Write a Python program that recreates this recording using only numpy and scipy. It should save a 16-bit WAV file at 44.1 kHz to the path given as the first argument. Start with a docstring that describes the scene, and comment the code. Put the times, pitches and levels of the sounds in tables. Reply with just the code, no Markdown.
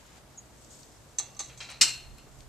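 """Latching a chain-link gate

A hand works a metal latch in a quiet yard: two light clinks, a few nudges of the post, then one loud
clank on the frame. Each impact excites damped modes of the metal and shakes the wire mesh.
Before it a shoe scuffs, a small bird chips once and a sleeve rustles; a faint hum and a breeze
lie underneath."""
import sys
import numpy as np
from scipy import signal
from scipy.fft import rfft, irfft
from scipy.io import wavfile

SR = 44100
rng = np.random.default_rng(int(sys.argv[2]) if len(sys.argv) > 2 else 0)


def to_wav(s):
    """Save 16-bit WAV."""
    ch = np.atleast_2d(s).T  # columns
    pcm = np.round(np.clip(ch, -1, 1) * 32767)  # PCM
    wavfile.write(sys.argv[1], SR, pcm.astype(np.int16))


N = 109720
T = np.arange(N) / SR
HZ = np.fft.rfftfreq(N, 1 / SR)


def amp(db):
    """Decibels to amplitude ratio."""
    return 10 ** (np.asarray(db) / 20)


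def unit_rms(x):
    """Normalisation to rms 1."""
    return x / np.sqrt(np.mean(x ** 2) + 1e-20)


def curve(points, hz=HZ):
    """Interpolation on a log-frequency axis."""
    f, value = np.transpose(points)
    return np.interp(np.log(hz + 1), np.log(f + 1), value)


def envelope(points):
    """Gain over time, interpolated in decibels."""
    return amp(np.interp(T, *np.transpose(points)))


def add(mix, start_s, sound):
    """Superposition of a sound on the stereo mix."""
    part = mix[:, round(start_s * SR):][:, :sound.shape[1]]
    part += sound[:, :part.shape[1]]


def noise(spectrum_db, coherence):
    """Partially coherent stereo noise of rms 1; the spectrum sets only its colour."""
    shared, independent = rfft(rng.standard_normal((2, N)))
    c = np.clip(coherence, -1, 1)
    right = c * shared + np.sqrt(1 - c * c) * independent
    return unit_rms(irfft(np.array([shared, right]) * amp(spectrum_db), N))


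def wander(rate_hz):
    """Random modulation: low-passed noise of rms 1."""
    return unit_rms(irfft(rfft(rng.standard_normal(N)) * np.exp(-(HZ / rate_hz) ** 2), N))


# spectrum of the outdoor wash: frequency_hz, density_db
AIR_SPECTRUM = [(15, -43.5), (25, -16.5), (63, -3.5), (91, -10.5), (122, -2.5), (160, -10.5), (244, -12.5),
                (425, -14.5), (460, -15.5), (632, -14.5), (2500, -26.5), (6500, -29), (14000, -36)]
# its left-right similarity: frequency_hz, coherence
AIR_COHERENCE = [(25, 1), (125, 0.8), (300, 0.61), (1000, 0.56), (4000, 0.17), (14000, 0.1)]

def air(level_db=-55):
    """Diffuse field: a distant wash whose coherence falls with frequency."""
    return amp(level_db + 0.35 * wander(20)) * noise(curve(AIR_SPECTRUM), curve(AIR_COHERENCE))


# swell of the hum: time_s, level_db
HUM_LEVEL = [(0, -71), (1.1, -66.5), (1.6, -63), (2.49, -61.5)]

def hum(pitch_hz=129.3, waver_hz=2.96):
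    """Random frequency and amplitude modulation make a low tone waver."""
    phase = 2 * np.pi * np.cumsum(pitch_hz + waver_hz * wander(8)) / SR
    return envelope(HUM_LEVEL) * unit_rms(np.sin(phase) * amp(2 * wander(4.6)))


# gusts: time_s, level_db
BREEZE_LEVEL = [(0, -89), (2.0, -58.5), (2.06, -51.5), (2.14, -50), (2.22, -65.5), (2.36, -55), (2.49, -54)]
# their spectrum: frequency_hz, density_db
BREEZE_SPECTRUM = [(20, -8), (45, 0), (75, -4), (130, -21), (400, -44), (2000, -79)]

def breeze():
    """Turbulence: the pressure fluctuations of a breeze rumble, stronger on the right."""
    return noise(curve(BREEZE_SPECTRUM), coherence=0.29) * envelope(BREEZE_LEVEL) * amp([[-2.5], [2]])


# drag of the sole: time_s, level_db
SCUFF_LEVEL = [(0, -60.5), (.04, -64.5), (.09, -59), (.13, -63), (.18, -57.5), (.23, -79), (.34, -68),
               (.38, -88), (2.49, -91.5)]
# its spectrum: frequency_hz, density_db
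SCUFF_SPECTRUM = [(200, -18), (900, -2), (2200, -4), (3500, -5.5), (6000, -11.5), (14000, -31.5)]

def shoe():
    """Sliding friction: a sole drags lightly over gritty paving."""
    return noise(curve(SCUFF_SPECTRUM), coherence=0.33) * envelope(SCUFF_LEVEL) * amp(1.8 * wander(120))


# rustle of the cloth: time_s, level_db
RUSTLE_LEVEL = [(0, -65), (.17, -63), (.26, -74), (.35, -62.5), (.5, -68), (.63, -58), (.69, -63),
                (.72, -53), (.77, -56.5), (.83, -56.5), (.9, -62.5), (1.03, -64.5), (2.3, -65.5),
                (2.39, -61), (2.49, -68.5)]
# its spectrum: frequency_hz, density_db
RUSTLE_SPECTRUM = [(300, 0.5), (1500, -25), (3500, -6.5), (5200, -4.5), (7000, 1.5), (8200, -1),
                   (10000, -18.5), (14000, -17)]

def sleeve(swish_start_s=0.694, swish_s=0.055, swish_hz=6150, sweep_hz_per_s=24000, swish_db=-57):
    """Friction noise: cloth slides in uneven grains as the arm reaches out, with one rising swish."""
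    out = noise(curve(RUSTLE_SPECTRUM), coherence=0.36) * envelope(RUSTLE_LEVEL) * amp(1.56 * wander(75))
    t = T[T < swish_s]
    carrier = np.sin(2 * np.pi * np.cumsum(swish_hz + sweep_hz_per_s * t) / SR)
    band = unit_rms(wander(400)[:len(t)] * carrier)
    add(out, swish_start_s, (amp(swish_db) * band * np.sin(np.pi * t / swish_s))[None])
    return out


# the bird's two voices: start_s, length_s, pitch_hz, level_db
BIRD_VOICES = [(0.374, 0.028, 6760, -41), (0.374, 0.024, 6420, -47.5)]

def bird(drop_hz=1900, drop_s=0.00193):
    """Beating: two close whistles drop onto their pitches and interfere."""
    out = np.zeros((2, N))
    for start_s, length_s, pitch_hz, level_db in BIRD_VOICES:
        t = T[T < length_s]
        glide_hz = pitch_hz + drop_hz * np.exp(-t / drop_s) + 40 * wander(270)[:len(t)]
        arch = amp(level_db) * np.sin(np.pi * t / length_s) ** 0.63
        add(out, start_s, (arch * np.sin(2 * np.pi * np.cumsum(glide_hz) / SR))[None])
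    return out


CONTACT_RISE_S = 0.00039
# left-right similarity of ticks and blows: frequency_hz, coherence
CONTACT_COHERENCE = [(100, 0.75), (2000, 1), (4500, 0.74), (7000, 0.97), (14000, 0.53)]
# ticks of hand, shoe and fittings: start_s, level_db, centre_hz, width_octaves, t60_s
TICKS = [(.646, -51, 6000, .2, .04), (.738, -57, 4300, .4, .04), (.741, -56, 5160, .03, 0.061),
         (0.831, -47, 5200, .35, .028), (.868, -52, 6250, .05, .035), (.915, -58, 5250, .04, 0.054),
         (.964, -62, 5250, .05, .08), (1.347, -53, 5200, 0.36, 0.056), (1.701, -46, 8000, .4, .04),
         (1.714, -42, 8160, 0.16, 0.027), (2.268, -53.5, 350, 1.4, 0.13), (2.4058, -40, 3980, 0.62, 0.0083)]

def ticks():
    """Damped transients: each brief contact radiates a fast-decaying band of noise."""
    out = np.zeros((2, N))
    attack = 1 - np.exp(-T / CONTACT_RISE_S)
    for start_s, level_db, centre_hz, width_octaves, t60_s in TICKS:
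        band_db = np.maximum(-4 * (np.log2((HZ + 1) / centre_hz) / width_octaves) ** 2, -40)
        band = noise(band_db, curve(CONTACT_COHERENCE))
        add(out, start_s, band * amp(level_db - 60 * T / t60_s) * attack)
    return out


def ring(modes, ring_db, beat_depth=0.55):
    """Modal vibration: damped sinusoids, each fluttering because the joints are loose."""
    t = T[:SR]
    phases = rng.random((len(modes), 1, 1)) + 0.063 * rng.standard_normal((len(modes), 2, 1))
    beat_hz = rng.uniform(15, 70, (len(modes), 1))
    beats = 1 + beat_depth * np.sin(2 * np.pi * (beat_hz * t + rng.random((len(modes), 1))))
    return sum(amp(ring_db + db - 60 * t / t60_s) * beat * np.sin(2 * np.pi * (hz * t + phase))
               for (hz, db, t60_s), phase, beat in zip(modes, phases, beats))


# decay of the wire mesh: frequency_hz, t60_s
MESH_DECAY = [(200, 0.7), (1500, 0.45), (2800, 0.5), (3400, 0.45), (4200, 0.48), (4900, 0.32), (6000, 0.36),
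              (8000, 0.33), (14000, 0.55)]

def mesh(spectrum_db, rattle_db, flutter_db=1.5, rise_s=0.0071):
    """Frequency-dependent damping: the shaken mesh rattles, each band dying at its own rate."""
    excitation = noise(spectrum_db, curve(CONTACT_COHERENCE))[:, :SR]
    hz, age_s, bands = signal.stft(excitation, SR, nperseg=256)
    decay = amp(-60 * age_s / curve(MESH_DECAY, hz)[:, None])
    rattle = signal.istft(bands * decay, SR)[1][:, :SR]
    return rattle * amp(rattle_db + flutter_db * wander(130)[:SR]) * (1 - np.exp(-T[:SR] / rise_s))


def impacts(hits, modes, spectrum, crack_t60_s, resonance_db=6.5, half_width_hz=29):
    """Impulse response of metal: each blow gives a crack of dense overtones, a ring and a rattle."""
    out = np.zeros((2, N))
    t = T[:SR]
    attack = 1 - np.exp(-t / CONTACT_RISE_S)
    peaks = np.max([1 / (1 + ((HZ - hz) / half_width_hz) ** 2) for hz, _, _ in modes], axis=0)
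    body_db = curve(spectrum) + resonance_db * peaks  # crack and rattle swell around each mode
    octaves = np.log2(np.maximum(np.fft.rfftfreq(SR, 1 / SR), 1200) / 4500)  # tilt pivots at 4500 Hz
    for start_s, level_db, tilt_db_per_octave, ring_db, rattle_db in hits:
        crack = noise(body_db, curve(CONTACT_COHERENCE))[:, :SR] * amp(-60 * t / crack_t60_s)
        blow = crack + ring(modes, ring_db) + mesh(body_db, rattle_db)
        tilted = irfft(rfft(blow) * amp(tilt_db_per_octave * octaves), SR)
        add(out, start_s, amp(level_db) * tilted * attack)
    return out


# nudges: start_s, level_db, tilt_db_per_octave, ring_db, rattle_db
POST_HITS = [(1.496, -53, -4.8, -4, -4.5), (1.6038, -40, -0.51, -0.5, -2), (1.688, -47.5, -1.6, -2.5, 4)]
# ring of the post: pitch_hz, level_db, t60_s
POST_MODES = [(1382, -15, .35), (2312, -16, .25), (2445, -14, .4), (2640, -16, .4), (2750, -14, .45),
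              (3223, -1, .18), (3870, -14, .7), (4090, -9, .8), (4400, -14, .3)]
# its dense overtones: frequency_hz, density_db
POST_SPECTRUM = [(200, -29.5), (650, -6), (1100, -8.5), (1500, -8), (2500, -2), (3300, -8), (4400, -2),
                 (6000, -3.5), (7800, -8), (9500, -24), (14000, -45.5)]

def post():
    """Free vibration: the post rings on after each nudge of the latch fork."""
    return impacts(POST_HITS, POST_MODES, POST_SPECTRUM, crack_t60_s=0.073)


# clinks: start_s, level_db, tilt_db_per_octave, ring_db, rattle_db
LATCH_HITS = [(1.1848, -27.5, 2.5, -4, -21.5), (1.1925, -33, -2, -15.5, -9.5),
              (1.1985, -42.5, -7, -6, -10.5), (1.366, -62.5, -4.5, 10, -17), (1.3926, -31, -0.5, -9, -8.5),
              (1.4025, -31.5, -3.5, -6.5, -20), (1.5754, -46, 0, -12, -5)]
# ring of the lever: pitch_hz, level_db, t60_s
LATCH_MODES = [(816, -17, 0.074), (1173, -16, 0.22), (2730, -26.5, 0.71), (3414, -22, 0.23),
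               (3850, -14.5, 0.19), (4060, -11.5, 0.19), (4200, -33, 0.3), (4410, -9.5, 0.14),
               (6210, 4, 0.12), (6168, -9, .24), (6150, -16, 0.1), (5950, -16, 0.22), (7530, -18, 0.068),
               (7520, -2.5, 0.098), (7700, -4.5, 0.072), (9900, -10.5, 0.057)]
# its dense overtones: frequency_hz, density_db
LATCH_SPECTRUM = [(200, -24.5), (800, -14), (1200, -17.5), (1650, -19), (2000, -11.5), (2700, -15),
                  (3100, -18.5), (3450, -10), (4100, -11), (4500, -7), (4900, -12), (5600, -8.5),
                  (6300, 1.5), (6800, -2), (7050, -8), (7550, -1), (8100, -5.5), (8800, -20.5),
                  (10000, -18), (10600, -25.5), (14000, -36)]

def latch():
    """Impact excitation: the small lever touches its catch and rings in high modes."""
    return impacts(LATCH_HITS, LATCH_MODES, LATCH_SPECTRUM, crack_t60_s=0.07)


# first touch, blow, bounce, soft settling: start_s, level_db, tilt_db_per_octave, ring_db, rattle_db
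FRAME_HITS = [(1.811, -15.5, 1.5, -6.5, -27), (1.8131, -11.5, 0.99, -3, -13.5),
              (1.8188, -16.5, 0.5, -20.5, -12), (2.18, -69, -5.5, 18, -8)]
# ring of the gate's tubes: pitch_hz, level_db, t60_s
FRAME_MODES = [(1314, -25, .2), (1470, -26, .28), (1547, -26, .2), (2125, -25, .32), (2458, -23, .32),
               (2706, -18, .48), (2745, -18, .33), (2804, -18, .22), (2841, -22, .38), (3035, -19, .3),
               (3678, -21, .2), (4101, -19, .43), (4160, -20, .35), (4193, -14, .2), (4240, -16, .49),
               (4263, -18, .36), (4430, -18, .2), (4908, -16, .2), (5305, -15, .2), (5695, -17, .2),
               (5778, -18, .2), (7275, -9, .13), (7497, -18, .24), (7612, -20, .22), (7833, -18, .22),
               (8875, -15, .1)]
# their dense overtones: frequency_hz, density_db
FRAME_SPECTRUM = [(100, -32), (280, -18.5), (480, -20.5), (1100, -13), (1320, -10), (1550, -10.5),
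                  (1850, -9), (2150, -9), (2750, -3.5), (3050, -5), (3350, -10.5), (3700, -5.5), (4250, -3),
                  (4650, -2.5), (5350, -1), (5900, -1), (6950, -4), (7270, -2), (7900, 0.5), (8550, -13),
                  (8880, -6.5), (9300, -18), (10700, -25.5), (11600, -22), (12300, -27), (14000, -27)]

def frame():
    """Inharmonic resonance: the latch strikes the tubular frame, which clanks as close modes beat."""
    return impacts(FRAME_HITS, FRAME_MODES, FRAME_SPECTRUM, crack_t60_s=0.1)


def yard_echoes(x, level_db=-16.5, t60_s=0.24, echoes_per_s=1500):
    """Reverberation: faint scattered reflections from paving and fences."""
    t = T[:SR // 2]
    taps = rng.standard_normal((2, len(t))) * (rng.random((2, len(t))) < echoes_per_s / SR)
    tail = (taps + 0.27 * taps[::-1]) * amp(-60 * t / t60_s) * (t > 0.005)
    return amp(level_db) * signal.fftconvolve(x, tail / np.linalg.norm(tail[0]), axes=1)[:, :N]


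# stereo balance of the near sounds: frequency_hz, left_minus_right_db
BALANCE = [(100, 1), (4500, 0.5), (5700, -3.5), (6200, -10), (6900, 1), (7450, 18), (9000, 12), (14000, 22)]

def scene():
    """Superposition: near sounds and their echoes, the upper treble leaning left, over the background."""
    near = latch() + post() + frame() + shoe() + ticks() + bird() + sleeve()
    lean = amp(curve(BALANCE))
    pan = np.array([lean, np.ones_like(lean)]) * 2 / (1 + lean)
    return irfft(rfft(near + yard_echoes(near)) * pan, N) + air() + hum() + breeze()


def record(dry):
    """Band limiting: a linear-phase low-pass at 14250 Hz."""
    lowpass = signal.firwin(255, 14250, window=("kaiser", 8), fs=SR)
    return signal.oaconvolve(dry, lowpass[None], "same")


dry = scene()
out = record(dry)
to_wav(out)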